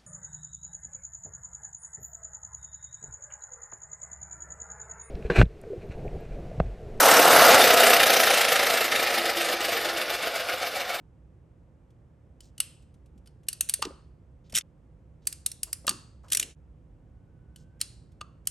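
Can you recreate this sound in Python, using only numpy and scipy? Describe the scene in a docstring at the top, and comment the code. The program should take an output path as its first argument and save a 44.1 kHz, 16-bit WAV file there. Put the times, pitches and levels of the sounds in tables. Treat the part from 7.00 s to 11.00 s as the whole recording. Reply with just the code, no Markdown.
"""A plastic friction toy car is pushed along a wooden floor in a small room. From the start its gear
teeth drum on the hollow body, and loose plastic parts chatter once in every turn of the gear.
During the push the axles squeak and the car bumps on the boards. Let go, it coasts away, and a
floorboard rings as it crosses. As the flywheel runs down, every third burst of chatter, once a
wheel turn, grows weak."""
import sys
import numpy as np
from scipy import signal
from scipy.fft import rfft, irfft
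from scipy.io import wavfile
from scipy.ndimage import uniform_filter1d

SR = 44100
rng = np.random.default_rng(int(sys.argv[2]) if len(sys.argv) > 2 else 0)


def file_out(sig):
    """Save sig as 16-bit WAV at sys.argv[1]."""
    # one column per channel
    cols = np.atleast_2d(sig).T
    # limit, then scale
    lim = np.clip(cols, -1, 1)
    pcm = np.round(lim * 32767).astype(np.int16)
    wavfile.write(sys.argv[1], SR, pcm)


N = 176400
TOP_HZ = 14350

# How loud the car is. Each row: time in seconds, then growl, rattle and ticks in dB.
CAR_LEVELS = [(0, -21.5, -27, -21.5), (.1, -21, -21, -23), (.24, -20, -22, -24.5), (.45, -19.5, -20, -23.5),
              (.56, -16, -17.5, -26), (.6, -17, -19, -23.5), (.72, -20.5, -20, -26),
              (.92, -21.5, -19.5, -24.5), (1.02, -23, -20, -26.5), (1.3, -26.5, -22, -29),
              (1.6, -28.5, -24.5, -32.5), (1.85, -30, -26, -33.5), (2.25, -31.5, -27.5, -37),
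              (2.5, -33, -28, -36.5), (2.8, -32.5, -29, -39.5), (3.25, -34, -30.5, -41.5),
              (4, -37.5, -33.5, -42.5)]


def undb(db):
    """Turn decibels into a gain."""
    return 10 ** (np.asarray(db) / 20)


def unit(x):
    """Scale a sound to an average (rms) level of 1."""
    return x / np.sqrt(np.mean(x ** 2))


def curve(table, column=1):
    """Join one column of a table by straight lines in time."""
    rows = np.array(table)
    return np.interp(np.arange(N) / SR, rows[:, 0], rows[:, column])


def through(x, response):
    """Make every sample of a sound set off the given ring or echo."""
    return signal.oaconvolve(x, response)[:N]


def colour(x, points, size=4096):
    """Shape the tone by rows of Hz and dB; the result has level 1."""
    hz, db = np.array(points).T
    freqs = np.maximum(np.fft.rfftfreq(size, 1 / SR), 1)
    gains = undb(np.interp(np.log(freqs), np.log(hz), db))
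    # Folding the cepstrum makes the filter ring only after a hit.
    cepstrum = irfft(np.log(gains))
    cepstrum[1:size // 2] *= 2
    cepstrum[size // 2 + 1:] = 0
    return unit(through(x, irfft(np.exp(rfft(cepstrum)))))


def resonate(x, modes):
    """Ring a set of fading tones, the wider the shorter; the result has level 1."""
    t = np.arange(SR // 10) / SR
    ring = sum((-1) ** k * undb(db) * width * np.exp(-np.pi * width * t) * np.sin(2 * np.pi * hz * t)
               for k, (hz, width, db) in enumerate(modes))
    return unit(through(x, ring))


def tail(fade_s):
    """Countless close tones die away together, by 60 dB in fade_s."""
    t = np.arange(SR // 4) / SR
    response = rng.standard_normal(len(t)) * np.exp(-np.log(1000) * t / fade_s)
    return response / np.sqrt(np.sum(response ** 2))


def per_turn(turns, scatter_db):
    """Hold a random gain for each turn of the gear."""
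    return undb(scatter_db * rng.standard_normal(N // 100))[np.round(turns).astype(int) + 1]


def gear_force(turns, grind_db, scatter_db, turns_per_wheel=3):
    """The gears give one burst a turn over a steady grind, both weaker where they go slack."""
    # Slack once a wheel turn. Each row: time in seconds, depth in dB.
    slack = [(0, -0.5), (1.6, 0), (2.7, 1.5), (3.05, 6.5), (4, 7)]
    # Short lulls. Each row: middle in seconds, half-length in seconds, depth in dB.
    lulls = [(0.292, 0.0052, 3.5), (0.577, 0.016, 3), (0.757, 0.011, 5.5), (0.983, 0.015, 4),
             (1.05, 0.0052, 10), (1.185, 0.014, 2), (1.466, 0.015, 3), (1.892, 0.016, 6), (2.223, 0.01, 6),
             (2.338, 0.012, 7), (2.575, 0.025, 6), (2.93, 0.045, 1.5), (3.863, 0.016, 1)]
    burst_at, rise, fall, slack_at, slack_width = -0.029, 0.15, 0.23, 0.96, 0.49  # in gear turns
    t = np.arange(N) / SR
    from_burst = (turns - burst_at + .5) % 1 - .5
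    burst = np.exp(-np.where(from_burst < 0, (from_burst / rise) ** 4, (from_burst / fall) ** 2))
    from_slack = (turns - slack_at + turns_per_wheel / 2) % turns_per_wheel - turns_per_wheel / 2
    slack_db = curve(slack) * np.exp(-(from_slack / slack_width) ** 2)
    lull_db = sum(depth * np.exp(-((t - at) / span) ** 2) for at, span, depth in lulls)
    grind = undb(grind_db)
    return (grind + burst * per_turn(turns, scatter_db)) / (grind + .5) * undb(-slack_db - lull_db)


def hollow_body(x, turns, flex=0.04, count=3):
    """The body flexes, so its tones sit a little higher or lower from turn to turn."""
    # The body's tones. Each row: pitch in Hz, width in Hz, relative level in dB.
    body_tones = [(253, 180, -24), (335, 74, -13), (461.4, 76.3, -4), (538.4, 71, -0.5), (673.4, 88, -1),
                  (733, 85.4, 0), (813, 80, -6), (1326, 180, -13.5)]
    shape = rng.integers(0, count, N // 100)[np.round(turns).astype(int) + 1]
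    sound = np.zeros(N)
    for k, shift in enumerate(1 + flex * np.linspace(-1, 1, count)):
        part = x * (shape == k)
        sound += np.std(part) * resonate(part, [(hz * shift, width, db) for hz, width, db in body_tones])
    return unit(sound)


def growl(turns, teeth=8, jitter=0.1467, scatter_db=3.5, lead_turns=0.12):
    """Uneven gear teeth drum on the hollow body, biting just before the loose parts chatter."""
    tooth = np.arange(int(turns[-1] * teeth))
    late, size = rng.standard_normal((N // 100, 2))[tooth].T
    at = np.interp((tooth + jitter * late) / teeth, turns, np.arange(N)).astype(int)
    blows = np.bincount(at, undb(scatter_db * size), N)
    blows = unit(blows - uniform_filter1d(blows, SR // 200))  # take out the steady push
    blows += undb(-3) * rng.standard_normal(N)
    force = gear_force(turns + lead_turns, grind_db=8, scatter_db=1.5)
    return hollow_body(blows * force, turns) * undb(curve(CAR_LEVELS, column=1))


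def chatter(force, per_s=2600, scatter_db=5, count=10):
    """Several loose parts click at random, each with a short ring of its own."""
    chance, part = rng.random(N), rng.integers(0, count, N)
    size = np.sign(rng.standard_normal(N)) * undb(scatter_db * np.clip(rng.standard_normal(N), -2, 1))
    hits = (chance < per_s / SR) * size * force
    return hits + sum(through(hits * (part == k), tail(fade_s=0.02)) for k in range(count))


def rattle(force):
    """The loose parts clack against each other and ring the thin shell."""
    # The tone of a clack. Each row: frequency in Hz, relative level in dB.
    clack_tone = [(300, -20.5), (700, 0.5), (1020, -14.5), (1300, -7), (1550, -2.5), (2000, 5.5),
                  (2300, 0.5), (3000, -5.5), (3700, -4.5), (4200, -5), (5000, -4.5), (6200, -15.5),
                  (7500, -23), (15000, -37)]
    # The shell's tones. Each row: pitch in Hz, width in Hz, relative level in dB.
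    shell_tones = [(1307, 120, 2), (1757, 167, -2), (2240, 230, -10), (2510, 210, -2.5), (2984, 300, -2.5),
                   (3710, 157, -2), (4760, 300, -10.5)]
    clacks = colour(chatter(force), clack_tone)
    shell = undb(-2.5) * resonate(chatter(force), shell_tones)
    return unit(clacks + shell) * undb(curve(CAR_LEVELS, column=2))


def pings(force, per_s=700, low_hz=4530, fade_s=0.038):
    """Small hard parts ring briefly, each strike at a pitch of its own."""
    t = np.arange(SR // 25) / SR
    fade = np.exp(-np.log(1000) * t / fade_s)
    sound = np.zeros(N + len(t))
    for when, pitch in rng.random((N // 10, 2))[:int(per_s * N / SR)]:
        at, hz = int(when * N), low_hz + pitch * (TOP_HZ - low_hz)
        sound[at:at + len(t)] += force[at] * fade * np.sin(2 * np.pi * hz * t)
    return unit(sound[:N])


def ticks(force, turns, tone, hardness=1.19):
    """Hard little contacts make the rattle glitter, with a new tone on every turn."""
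    # Edges in Hz of the treble bands that flicker separately.
    edges = [2000, 6500, 9500, 12000, 16000]
    hard_force = force ** hardness
    clicks = unit(chatter(hard_force, per_s=2400, scatter_db=2.5)) + undb(-7) * pings(hard_force)
    spectrum, hz = rfft(colour(clicks, tone)), np.fft.rfftfreq(N, 1 / SR)
    bands = (irfft(spectrum * (hz >= low) * (hz < high), N) for low, high in zip(edges, edges[1:]))
    glitter = sum(band * per_turn(turns, scatter_db=2.1) for band in bands)
    return glitter * undb(curve(CAR_LEVELS, column=3))


def wheels(force, shake=0.14):
    """The wheels rumble over the grain of the boards, shaken a little by the gears."""
    # The tone of the boards. Each row: frequency in Hz, relative level in dB.
    board_tone = [(30, -26), (60, -24), (150, -14), (240, -6), (380, -24), (600, 0), (1000, 2), (1500, 3.5),
                  (2200, -13.5), (5000, -11.5), (15000, -66)]
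    # Rolling, pressed down at first. Each row: time in seconds, level in dB.
    roll_levels = [(0, -19.5), (.1, -18), (.25, -20.5), (.38, -16.5), (.55, -20), (.68, -27), (1.1, -30.5),
                   (1.6, -35), (2.5, -41.5), (4, -41)]
    return colour(rng.standard_normal(N) * force ** shake, board_tone) * undb(curve(roll_levels))


def hum():
    """A faint, deep noise lies under everything."""
    # Its tone. Each row: frequency in Hz, relative level in dB.
    hum_tone = [(20, -40), (35, -6), (48, 10), (62, 11), (90, 10), (150, -6), (400, 0), (2000, -21),
                (15000, -40)]
    return undb(-60) * colour(rng.standard_normal(N), hum_tone)


def shell_ring(force):
    """The chatter rings the shell's lowest tone, which stands out more as the car rolls away."""
    # That tone. The row: pitch in Hz, width in Hz, relative level in dB.
    shell_ring_tone = [(1260, 135, 0)]
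    # How loud it rings. Each row: time in seconds, level in dB.
    shell_ring_levels = [(0, -45), (1, -37), (1.35, -38.5), (2, -40), (3, -45.5), (4, -44)]
    return resonate(chatter(force), shell_ring_tone) * undb(curve(shell_ring_levels))


def squeaks(width_hz=45):
    """Dry axles sing for a moment while the car is pushed."""
    # Each row: middle in seconds, half-length in seconds, pitch in Hz, level in dB.
    axle_squeaks = [(0.15, .045, 5480, -30), (0.515, .016, 6700, -30), (0.618, 0.024, 3590, -23.5)]
    t = np.arange(N) / SR
    sound = np.zeros(N)
    for at, span, hz, db in axle_squeaks:
        swell = undb(db) * np.exp(-((t - at) / span) ** 2)
        sound += swell * resonate(rng.standard_normal(N), [(hz, width_hz, 0)])
    return sound


def knocks(decay_s=0.0092):
    """The car bumps on the boards as the hand shoves it and lets go."""
    # Each row: start in seconds, shell's thud in dB, boards' thump in dB.
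    bumps = [(0.33, -14, -38), (0.387, -15, -42), (0.494, -11, -46), (0.544, -12, -25)]
    # The tones of thud and thump. Each row: frequency in Hz, relative level in dB.
    thud_tone = [(35, -45), (80, -21), (150, -17), (260, -13), (530, 3), (900, -5), (1450, 0), (3000, -18)]
    thump_tone = [(35, -25), (70, -3), (160, 0), (280, 0), (600, -25), (3000, -60)]
    t = np.arange(N) / SR
    thud = colour(rng.standard_normal(N), thud_tone)
    thump = colour(rng.standard_normal(N), thump_tone)
    return sum((undb(thud_db) * thud + undb(thump_db) * thump) * (t >= at) * np.exp(-abs(t - at) / decay_s)
               for at, thud_db, thump_db in bumps)


def plank(force, loudest_s=2.25, span_s=1):
    """One floorboard rings as the car crosses it."""
    # Its tone. The row: pitch in Hz, width in Hz, relative level in dB.
    plank_tone = [(341, 10.7, 0)]
    t = np.arange(N) / SR
    swell = undb(-44.5) * np.exp(-((t - loudest_s) / span_s) ** 2)
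    return swell * resonate(rng.standard_normal(N) * force, plank_tone)


def room(x, way, count=10, near_db=-14.5, far_db=-5.5):
    """Echoes change along the car's way (0 to 1) and gain on the direct sound."""
    echo_gain = undb(near_db + (far_db - near_db) * way)
    shares = (np.sqrt(np.maximum(1 - abs(way * (count - 1) - k), 0)) for k in range(count))
    echoes = sum(through(x * echo_gain * share, tail(fade_s=0.19)) for share in shares)
    return (x + echoes) / np.hypot(1, echo_gain)


def scene():
    """The car rolls off into the room; only the treble differs between left and right."""
    # The gear's speed. Each row: time in seconds, turns per second.
    gear_speed = [(0.0, 37.29), (0.28, 35.8), (0.55, 31.23), (0.8, 30.88), (1.25, 29.28), (1.45, 26.92),
                  (1.65, 28.07), (2.4, 25.75), (3.2, 23.32), (4.0, 21.32)]
    # Grind, strongest during the push. Each row: time in seconds, level against a burst in dB.
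    grind_levels = [(0, 3), (.55, 11), (.75, 1), (1.3, -1), (2, 1), (4, 1.5)]
    # Tones of the ticks in the middle and at the sides. Each row: frequency in Hz, relative level in dB.
    mid_tone = [(2500, -7), (4500, -23), (5500, 3.5), (6300, 5), (7200, 1), (8000, 4.5), (9500, 2.5),
                (10500, 2.5), (11300, 3.5), (12000, 4), (13000, 3), (13900, 7), (14400, -2)]
    side_tone = [(4200, -28), (4700, -33), (5300, -3), (7300, 2), (7900, 5), (9400, 1.5), (10200, 4),
                 (14000, 1.5)]
    turns = -.23 + np.cumsum(curve(gear_speed)) / SR
    way = turns / turns[-1]
    force = gear_force(turns, curve(grind_levels), scatter_db=0.3)
    car = growl(turns) + rattle(force) + ticks(force, turns, mid_tone)
    car += wheels(force) + plank(force) + shell_ring(force) + squeaks() + knocks()
    mid = room(car, way) + hum()
    side_ticks = room(ticks(force, turns, side_tone), way, count=4)
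    side = undb(-6.5) * signal.sosfilt(signal.butter(12, 4400, "high", fs=SR, output="sos"), side_ticks)
    return np.array([mid + side, mid - side])


def record(dry, low_cut_hz=42, peak_limit=.85):
    """The recorder cuts the deep bass, rounds the highest peaks and cuts the top treble."""
    x = signal.sosfilt(signal.butter(4, low_cut_hz, "high", fs=SR, output="sos"), dry)
    x = x / (1 + (x / peak_limit) ** 8) ** (1 / 8)
    return signal.sosfilt(signal.ellip(12, .2, 90, TOP_HZ, fs=SR, output="sos"), x)


dry = scene()
out = record(dry)
file_out(out)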